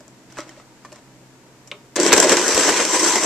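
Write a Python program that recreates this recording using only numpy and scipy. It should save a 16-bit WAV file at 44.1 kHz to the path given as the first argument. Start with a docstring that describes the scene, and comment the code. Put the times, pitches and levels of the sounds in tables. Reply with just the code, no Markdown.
"""Blender crushing ice in a tiled kitchen

A plastic lid is pressed onto a blender jar while a fridge hums; a keypad button clicks and the motor starts.
Sine modes and noise-shaken resonances form the lid and button; churning noise, random chips and ice cracks
excite the jar, its walls and the blades. Tiles add a decaying echo; a close stereo camera clips the loudest
cracks, and low noise bursts stand for its overload."""
import sys
import numpy as np
from scipy import signal
from scipy.fft import rfft, irfft, next_fast_len
from scipy.io import wavfile
from scipy.ndimage import uniform_filter1d, map_coordinates

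SR = 44100
rng = np.random.default_rng(int(sys.argv[2]) if len(sys.argv) > 2 else 0)


def waveform_to_disk(signal):
    """Save audio, clipped to [-1, 1], as 16-bit WAV at the path in sys.argv[1]."""
    frames = np.transpose(np.atleast_2d(signal))
    scaled = np.clip(frames, -1, 1) * 32767
    samples = np.round(scaled).astype(np.int16)
    wavfile.write(sys.argv[1], SR, samples)


N = 143325

# Body modes: centre_hz, nominal width_hz, relative level_db. Spectra: frequency_hz, relative density_db.
# Likeness: frequency_hz, left-right correlation (below 0 counts as 0). Balance: frequency_hz, left_minus_right_db.

# Fridge hum partials: pitch_hz, rms level_db before wavering
FRIDGE_HUM = [(129.2, -57.5), (193.8, -66), (258.4, -62.5), (317.6, -62.5)]
# Room noise spectrum: frequency_hz, density_db
AIR_SPECTRUM = [(15, -48), (25, -8), (92, -10), (129, -1), (160, -5.5), (190, -3.5), (310, -3), (440, -6),
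                (860, -11.5), (937, -6), (1020, -13), (2000, -15), (3300, -20.5), (6000, -19.5),
                (7600, -18.5), (9000, -27.5), (14100, -33)]
# Room noise likeness: frequency_hz, correlation
AIR_LIKENESS = [(60, -0.21), (180, 0.96), (530, 0.9), (1560, 0.41), (4600, -0.07), (13600, -1.1)]
# Room noise balance: frequency_hz, left_minus_right_db
AIR_LEAN = [(60, -2.5), (370, 0), (2230, 0.5), (13600, 3)]
AIR_DB = -50

# Tile reverberation: frequency_hz, t60_s
TILE_DECAY = [(200, 0.6), (2000, 0.27), (10000, 0.19)]
# Likeness of the echo: frequency_hz, correlation
TILE_LIKENESS = [(100, 1), (1000, 0.91), (4000, 0.07)]
WET_DB = -12

# Likeness of the struck bodies: frequency_hz, correlation
BODY_LIKENESS = [(60, 0.42), (130, 0.91), (280, 1), (610, 0.99), (1330, 0.87), (2890, 0.79), (6280, 0.11),
                 (13600, 0.036)]
# Balance of the struck bodies: frequency_hz, left_minus_right_db
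BODY_LEAN = [(60, 1.5), (400, -0.5), (1200, 1), (3100, .5), (5100, -5), (7000, 3.5), (8300, 16.5),
             (13600, 16)]

# Low thumps of the overloaded recorder at loud cracks: start_s, level_db
OVERLOAD_THUMPS = [(2.128, -21.5), (2.2, -37), (2.545, -25.5), (2.69, -30.5)]
# Spectrum of the overload: frequency_hz, density_db
OVERLOAD_SPECTRUM = [(20, -11), (55, -10), (110, -7), (200, -29)]
OVERLOAD_T60_S = 0.08

# Lid contacts: start_s, level_db, thump_db and treble_db over it, pitch_hz, reference t60_s
LID_CONTACTS = [(0.006, -44, 4.5, 3.5, 1530, 0.048), (0.08, -46, 0, 6, 1010, 0.036),
                (0.324, -44.5, 1, 4.5, 1340, 0.06), (0.371, -28.5, -13, -15, 1504, 0.094),
                (0.379, -26, -13, -12, 972, 0.089), (0.386, -19.5, -7, -12, 1140, 0.043),
                (0.394, -26, -10, -13, 1310, 0.047), (0.4048, -27.5, -24, -2, 1940, 0.029),
                (0.414, -34, -14, -18, 1264, 0.069), (0.493, -32, -16, -5.5, 1840, 0.061),
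                (0.565, -43.5, 5.5, -10, 1900, 0.054), (0.5993, -34.5, -13, -27, 1150, 0.057),
                (0.8494, -28.5, -18, -14, 1043, 0.1), (0.92, -37.5, 3.5, -6, 2510, 0.038),
                (0.927, -38.5, -3.5, 0, 1056, 0.079), (0.9597, -44, -2, 0, 1950, 0.04)]
# Air and walls of the hollow jar: centre_hz, width_hz, level_db
HOLLOW_MODES = [(318, 49, 7), (594, 44, 9.5)]
# Treble modes of a snap: centre_hz, width_hz, level_db
SNAP_MODES = [(5780, 880, 0.5), (7200, 500, -0.5)]
# Hands rubbing the lid: time_s, level_db before the grain
HAND_RUB = [(0.299, -53.5), (.355, -51), (.39, -39), (.45, -53), (.58, -58), (.7, -70), (.9, -63),
            (.95, -49.5), (1.03, -71)]
# Spectrum of the rub: frequency_hz, density_db
SKIN_SPECTRUM = [(300, -29), (600, 0.5), (2000, -1.5), (3500, -6), (6000, -5.5), (8000, -10), (10000, -38)]
TWIN_RATIO, OVERTONE_RATIO = 1.11, 1.7  # close mode that beats; second mode
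KNOCK_DB, KNOCK_LIFE = -3.5, 0.67  # ring over the contact level; share of its t60
TICK_DB = 4  # first instant over the treble level

# Button contacts: start_s, level_db, treble_db and low_db over it, reference t60_s
BUTTON_CONTACTS = [(1.6738, -36, -0.5, -14, 0.061), (1.715, -13.5, -27, -16, 0.059)]
# Keypad modes: centre_hz, width_hz, level_db
KEY_MODES = [(2310, 200, 3), (2960, 100, 4), (3670, 140, 1.5)]
# Panel modes: centre_hz, width_hz, level_db
PANEL_MODES = [(404, 45, -4), (587, 62, -4), (1060, 240, -9)]
DOME_DB, REBOUND_S, REBOUND_DB = 7, 0.0028, -4  # sharp blow over the contact level; its second strike

# Churn: time_s, jar level_db, rattle_db and hiss_db over it, all before the layer trims
CHURN = [(1.963, -24, 1.5, 6), (1.989, -16, -9.5, -21), (2.0, -18, -8, -5), (2.085, -18.5, -2.5, -3.5),
         (2.112, -18.5, -3.5, -11.5), (2.133, -20, 12.5, -3), (2.148, -16.5, -18, -13),
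         (2.162, -20.5, 1, -3), (2.179, -10.5, -8, -5.5), (2.219, -25.5, 2, -3), (2.243, -12.5, -7, -4.5),
         (2.269, -20, -4, -6), (2.33, -13, -2.5, -3.5), (2.353, -23, -0.5, -0.5), (2.55, -23.5, 0, 3),
         (2.588, -17.5, -4.5, -1), (2.642, -27, 7, 7), (2.685, -15, -3.5, -2.5), (2.75, -24.5, 2.5, 1),
         (2.8, -20, 0.5, 0.5), (2.87, -27, -0.5, 2), (2.916, -29, 4.5, 7), (2.957, -17.5, -1.5, 1),
         (2.981, -26, 1, 4.5), (3.026, -24, 2, 4), (3.1, -26, 3.5, 7), (3.14, -30.5, 8, 8),
         (3.174, -21, 0.5, 1), (3.206, -29.5, 4.5, 7), (3.25, -18.5, -4, -2)]
# Ice cracks: start_s, level_db, blade_ring_db over it, reference t60_s
ICE_CRACKS = [(1.958, -19.5, -5.5, 0.032), (2.0001, -16.5, 1.5, 0.032), (2.032, -13, 0, 0.032),
              (2.064, -7, -4.5, 0.034), (2.1216, -5.5, -10, 0.045), (2.1287, 0.5, -2.5, 0.05),
              (2.136, 0, 0.5, 0.025), (2.165, -8, -2, 0.011), (2.179, -2, -3, 0.024),
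              (2.2007, -6, 8.5, 0.025), (2.224, -11, -7, 0.062), (2.228, -9, -4.5, 0.058),
              (2.2946, -5, -6, 0.057), (2.319, -6.5, -7, 0.072), (2.369, -8.5, -2.5, 0.047),
              (2.4807, -14, 3.5, 0.021), (2.522, -12.5, -1, 0.028), (2.5463, -17, 7, 0.015),
              (2.577, -9.5, -4.5, 0.053), (2.691, -4.5, -11, 0.024), (2.852, -19.5, 9, 0.017),
              (2.932, -14.5, -4, 0.052), (3.157, -9.5, -3.5, 0.042)]
# Jar modes: centre_hz, width_hz, level_db
JAR_MODES = [(357.3, 27, 3), (461.6, 53, 2.5), (610, 44, -2.5)]
# Jar wall modes: centre_hz, width_hz, level_db
WALL_MODES = [(1004, 64, -2.5), (2030, 22, -4.5), (3145, 41, -9)]
# Blade modes: centre_hz, width_hz, level_db
BLADE_MODES = [(5470, 230, -5.5), (6170, 130, 1), (6270, 280, 0.5), (7060, 180, 0), (7580, 260, 4)]
# Broad spectrum under the jar modes: frequency_hz, density_db
JAR_SPECTRUM = [(15, -74), (81, -44), (151, -15.5), (300, 2), (465, -7.5), (533, 1.5), (647, -3),
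                (900, -15.5), (1980, -120)]
# Broad spectrum under the wall modes: frequency_hz, density_db
WALL_SPECTRUM = [(410, -29.5), (700, -8), (990, -1), (1320, -7.5), (1500, -2.5), (4600, -12), (10100, -120)]
# Broad spectrum under the blade modes: frequency_hz, density_db
BLADE_SPECTRUM = [(2350, -33), (4000, -11.5), (4940, -3), (5970, 3.5), (6810, -2.5), (7680, -2),
                  (9140, -16.5), (14100, -31)]
# Loudest slosh, sliding up and down: time_s, pitch_hz
SLOSH_GLIDE = [(2.0, 362), (2.11, 370), (2.15, 435), (2.185, 520), (2.245, 328), (2.3, 503), (2.4, 358),
               (2.53, 476), (2.7, 373), (3.25, 334)]
START_S, RISE_S = 1.957, 0.0063
CHIPS_PER_S, CHIP_T60_S = 150, 0.044
CHIP_SPREAD_DB, CHIP_MAX_DB = 4, 6  # mean and cap of the random levels, before scaling to unit power
THUD_DB = -8.5  # crack in the jar over its level, before the layer trim
SLOSH_DB, SLOSH_OCTAVES = 5.5, 0.19  # lift and Gaussian width
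PATCHY_DB = 1.57  # rms swell of the tumbling churn

CLIP, KNEE = 0.84, 8.6  # ceiling amplitude; hardness of the bend
TOP_HZ = 14240


def amp(db):
    """Level law: twenty decibels per factor of ten in amplitude."""
    return 10 ** (np.asarray(db) / 20)


def unit(x):
    """Normalisation to an rms of one."""
    return x / np.sqrt(np.mean(x ** 2) + 1e-20)


def along(points, hz):
    """Linear interpolation of (frequency, value) points on a logarithmic axis."""
    f, v = np.transpose(points)
    return np.interp(np.log(hz + 1), np.log(f + 1), v)


def filtered(x, response):
    """Linear filtering: the spectrum times a complex response of frequency."""
    m = next_fast_len(N + SR // 4, real=True)
    return irfft(rfft(x, m) * response(np.fft.rfftfreq(m, 1 / SR)), m)[..., :N]


def body(modes, bed=None, bed_db=-6):
    """Modal resonance over an optional broad bed: minimum phase, unit power gain for white noise."""
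    def response(f):
        power = 1e-12 + 0 * f
        for c, w, db in modes:
            power = power + np.abs(amp(db) * f * w / (c * c - f * f + 1j * f * w)) ** 2
        power = power * power / (power + 0.041 * power.max())  # lowers the skirts
        if bed:
            power = bool(modes) * power / power.max() + amp(along(bed, f) + bed_db) ** 2
        # folding the cepstrum makes the response causal
        cepstrum = irfft(np.log(power + 1e-12) / 2)
        half = len(cepstrum) // 2
        cepstrum[1:half] *= 2
        cepstrum[half + 1:] = 0
        h = np.exp(rfft(cepstrum))
        return h / np.sqrt(np.mean(np.abs(h) ** 2))
    return response


def pair(envelope, likeness, balance, response):
    """Partial coherence: two independent noises mix as mid and side to set likeness and balance."""
    m = next_fast_len(N + SR // 4, real=True)
    hz = np.fft.rfftfreq(m, 1 / SR)
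    a, b = rfft(envelope * rng.standard_normal((2, N)), m) * response(hz)
    turn = np.arccos(np.clip(along(likeness, hz), 0, 1)) / 2
    lean = amp(along(balance, hz) / 2)
    mid, side = np.cos(turn) * a, np.sin(turn) * b
    return irfft(np.array([(mid + side) * lean, (mid - side) / lean]), m)[:, :N]


def bursts(times, dbs, t60s):
    """Exponential decay after sudden onsets, whose powers add."""
    power = np.zeros(N + SR)
    for s, db, t60 in zip(times, dbs, np.clip(t60s, .003, .5)):
        t = np.arange(round(t60 * SR)) / SR
        power[round(s * SR):][:len(t)] += amp(db - 60 * t / t60) ** 2
    return np.sqrt(power[:N])


def struck(envelope, response):
    """Forced resonance: a body shaken by noise under an envelope."""
    return pair(envelope, BODY_LIKENESS, BODY_LEAN, response)


def kitchen_air():
    """Broadband room noise plus fridge hum: steady sine partials whose levels waver randomly."""
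    t = np.arange(N) / SR
    noise = unit(pair(1, AIR_LIKENESS, AIR_LEAN, lambda hz: amp(along(AIR_SPECTRUM, hz))))
    hum = 0
    for hz, db in FRIDGE_HUM:
        waver_db = 2.0 * map_coordinates(rng.standard_normal(90), [t * 25])
        hum = hum + np.sqrt(2) * amp(db + waver_db) * np.sin(2 * np.pi * (hz * t + rng.random()))
    return amp(AIR_DB) * noise + hum


def tiles(x):
    """Reverberation: convolution with noise that decays at each frequency's own rate, its bass alike."""
    hz, t, z = signal.stft(rng.standard_normal((2, SR // 2)), SR, nperseg=256)
    turn = np.arccos(np.clip(along(TILE_LIKENESS, hz), 0, 1))[:, None] / 2
    side_sign = np.array([1, -1])[:, None, None]
    z = np.cos(turn) * z[0] + side_sign * np.sin(turn) * z[1]
    decay = amp(-60 * t / along(TILE_DECAY, hz)[:, None])
    tail = signal.istft(z * decay, SR, nperseg=256)[1]
    delayed = np.pad(x, ((0, 0), (200, 0)))  # samples before the echo
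    return signal.fftconvolve(delayed, tail / np.linalg.norm(tail[0]), axes=1)[:, :N]


def overload():
    """Overload: low noise bursts, independent left and right, as loud cracks clip each channel unevenly."""
    s, db = np.transpose(OVERLOAD_THUMPS)
    envelope = bursts(s, db, np.full(len(s), OVERLOAD_T60_S))
    return filtered(envelope * rng.standard_normal((2, N)), body([], OVERLOAD_SPECTRUM))


def lid():
    """Impact and friction: contacts snap, ring plastic modes and thump the hollow jar; hands rub between."""
    s, db, thump, treble, pitch, t60 = np.transpose(LID_CONTACTS)
    knocks, t = np.zeros(N + SR), np.arange(SR // 5) / SR
    for start, level, life, hz in zip(s, db, t60, pitch):
        beating = np.sin(2 * np.pi * hz * t) + np.sin(2 * np.pi * TWIN_RATIO * hz * t)
        ring = 0.68 * beating + 0.41 * np.sin(2 * np.pi * OVERTONE_RATIO * hz * t)
        knocks[round(start * SR):][:len(t)] += amp(level + KNOCK_DB - 60 * t / (KNOCK_LIFE * life)) * ring

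    time = np.arange(N) / SR
    rub_s, rub_db = np.transpose(HAND_RUB)
    grain_db = 3 * map_coordinates(rng.standard_normal(300), [time * 80])
    rub = amp(np.interp(time, rub_s, rub_db, -120, -120) + grain_db)

    thumps = struck(bursts(s, db + thump, t60), body(HOLLOW_MODES))
    tick = bursts(s, db + treble + TICK_DB, 0.036 * t60)
    snaps = struck(np.hypot(bursts(s, db + treble - 6.5, 0.59 * t60), tick), body(SNAP_MODES))
    scuffs = struck(np.hypot(rub, bursts(s, db - 14, 0.73 * t60)), body([], SKIN_SPECTRUM))
    return knocks[:N] + thumps + snaps + scuffs


def button():
    """Snap-through: a finger touches the keypad, then its dome strikes twice and knocks the panel."""
    s, db, treble, low, t60 = np.transpose(BUTTON_CONTACTS)
    dome = np.zeros(N)
    strikes = [round(s[-1] * SR), round((s[-1] + REBOUND_S) * SR)]
    dome[strikes] = amp(db[-1] + DOME_DB + np.array([0, REBOUND_DB]))
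    blow = filtered(dome, body([(hz, 3 * w, g) for hz, w, g in KEY_MODES]))
    key = struck(bursts(s, db - 16.5, 1.1 * t60), body(KEY_MODES))
    panel = struck(bursts(s + 0.0026, db + low - 4.5, 1.86 * t60), body(PANEL_MODES))
    snap = struck(bursts(s, db + treble - 5.5, t60), body(SNAP_MODES))
    return blow + key + panel + snap


def patchy(x):
    """Random modulation: tumbling churn swells in patches some hundred Hz wide and tens of ms long."""
    z = signal.stft(x, nperseg=512)[2]
    field = uniform_filter1d(rng.standard_normal(z.shape[1:]), size=6, axis=0)
    field = uniform_filter1d(field, size=7, axis=1)
    return signal.istft(z * amp(PATCHY_DB * unit(field) - 1), nperseg=512)[1][:, :N]


def sloshed(x):
    """Moving resonance: a raised band follows the sliding pitch of the slosh."""
    hz, t, z = signal.stft(x, SR, nperseg=1024, noverlap=768)
    centre = np.interp(t, *np.transpose(SLOSH_GLIDE))
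    offset = np.log2((hz[:, None] + 1) / centre) / SLOSH_OCTAVES
    lift = amp(SLOSH_DB * np.exp(-offset ** 2))
    return signal.istft(z * lift, SR, nperseg=1024, noverlap=768)[1][:, :N]


def ice_chips():
    """Poisson process: random small impacts from the motor's start, scaled to unit mean power."""
    draws = rng.random((400, 2))
    at = START_S + np.cumsum(-np.log(draws[:, 0])) / CHIPS_PER_S
    keep = at < N / SR
    level_db = np.minimum(-CHIP_SPREAD_DB * np.log(draws[keep, 1]), CHIP_MAX_DB)
    chips = bursts(at[keep], level_db, np.full(keep.sum(), CHIP_T60_S))
    return chips / np.sqrt(np.mean(chips[np.arange(N) / SR > START_S] ** 2))


def blender():
    """Flow and impact excitation: churn, chips and big cracks shake the jar, its walls and the blades."""
    t = np.arange(N) / SR
    s, jar_db, wall_db, blade_db = np.transpose(CHURN)
    on = np.clip((t - START_S) / RISE_S, 0, 1)
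    chips = ice_chips()
    crack_s, crack_db, ring_db, t60 = np.transpose(ICE_CRACKS)

    def layer(level_db, chip_share, hit_db, life, response):
        """Superposition of steady flow and chips, by share of power, with cracks that start sharply."""
        mix = np.sqrt(1 - chip_share + chip_share * chips ** 2)
        flow = on * amp(np.interp(t, s, level_db)) * mix
        onset = bursts(crack_s, hit_db + 4, 0.13 * t60)
        cracks = np.hypot(bursts(crack_s, hit_db, life * t60), onset)
        return patchy(struck(flow, response)) + struck(cracks, response)

    jar_body = body(JAR_MODES, JAR_SPECTRUM, bed_db=-4.0)
    wall_body = body(WALL_MODES, WALL_SPECTRUM, bed_db=-1.5)
    blade_body = body(BLADE_MODES, BLADE_SPECTRUM, bed_db=-3)
    jar = sloshed(layer(jar_db - 3.0, 0.14, crack_db + THUD_DB - 3, 0.99, jar_body))
    walls = layer(jar_db + wall_db, 0.39, crack_db - 9, 1.37, wall_body)
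    blades = layer(jar_db + blade_db, 0.34, crack_db + ring_db - 1.0, 0.55, blade_body)
    return jar + walls + blades


def scene():
    """Superposition of the near sources, their echo, the room and the overload bursts."""
    near = lid() + button() + blender()
    return near + amp(WET_DB) * tiles(near) + kitchen_air() + overload()


def record(dry):
    """Saturation and band limit: the camera clips the loudest cracks and drops the top treble."""
    clipped = dry / (1 + np.abs(dry / CLIP) ** KNEE) ** (1 / KNEE)
    return filtered(clipped, lambda hz: hz < TOP_HZ)


dry = scene()
out = record(dry)
waveform_to_disk(out)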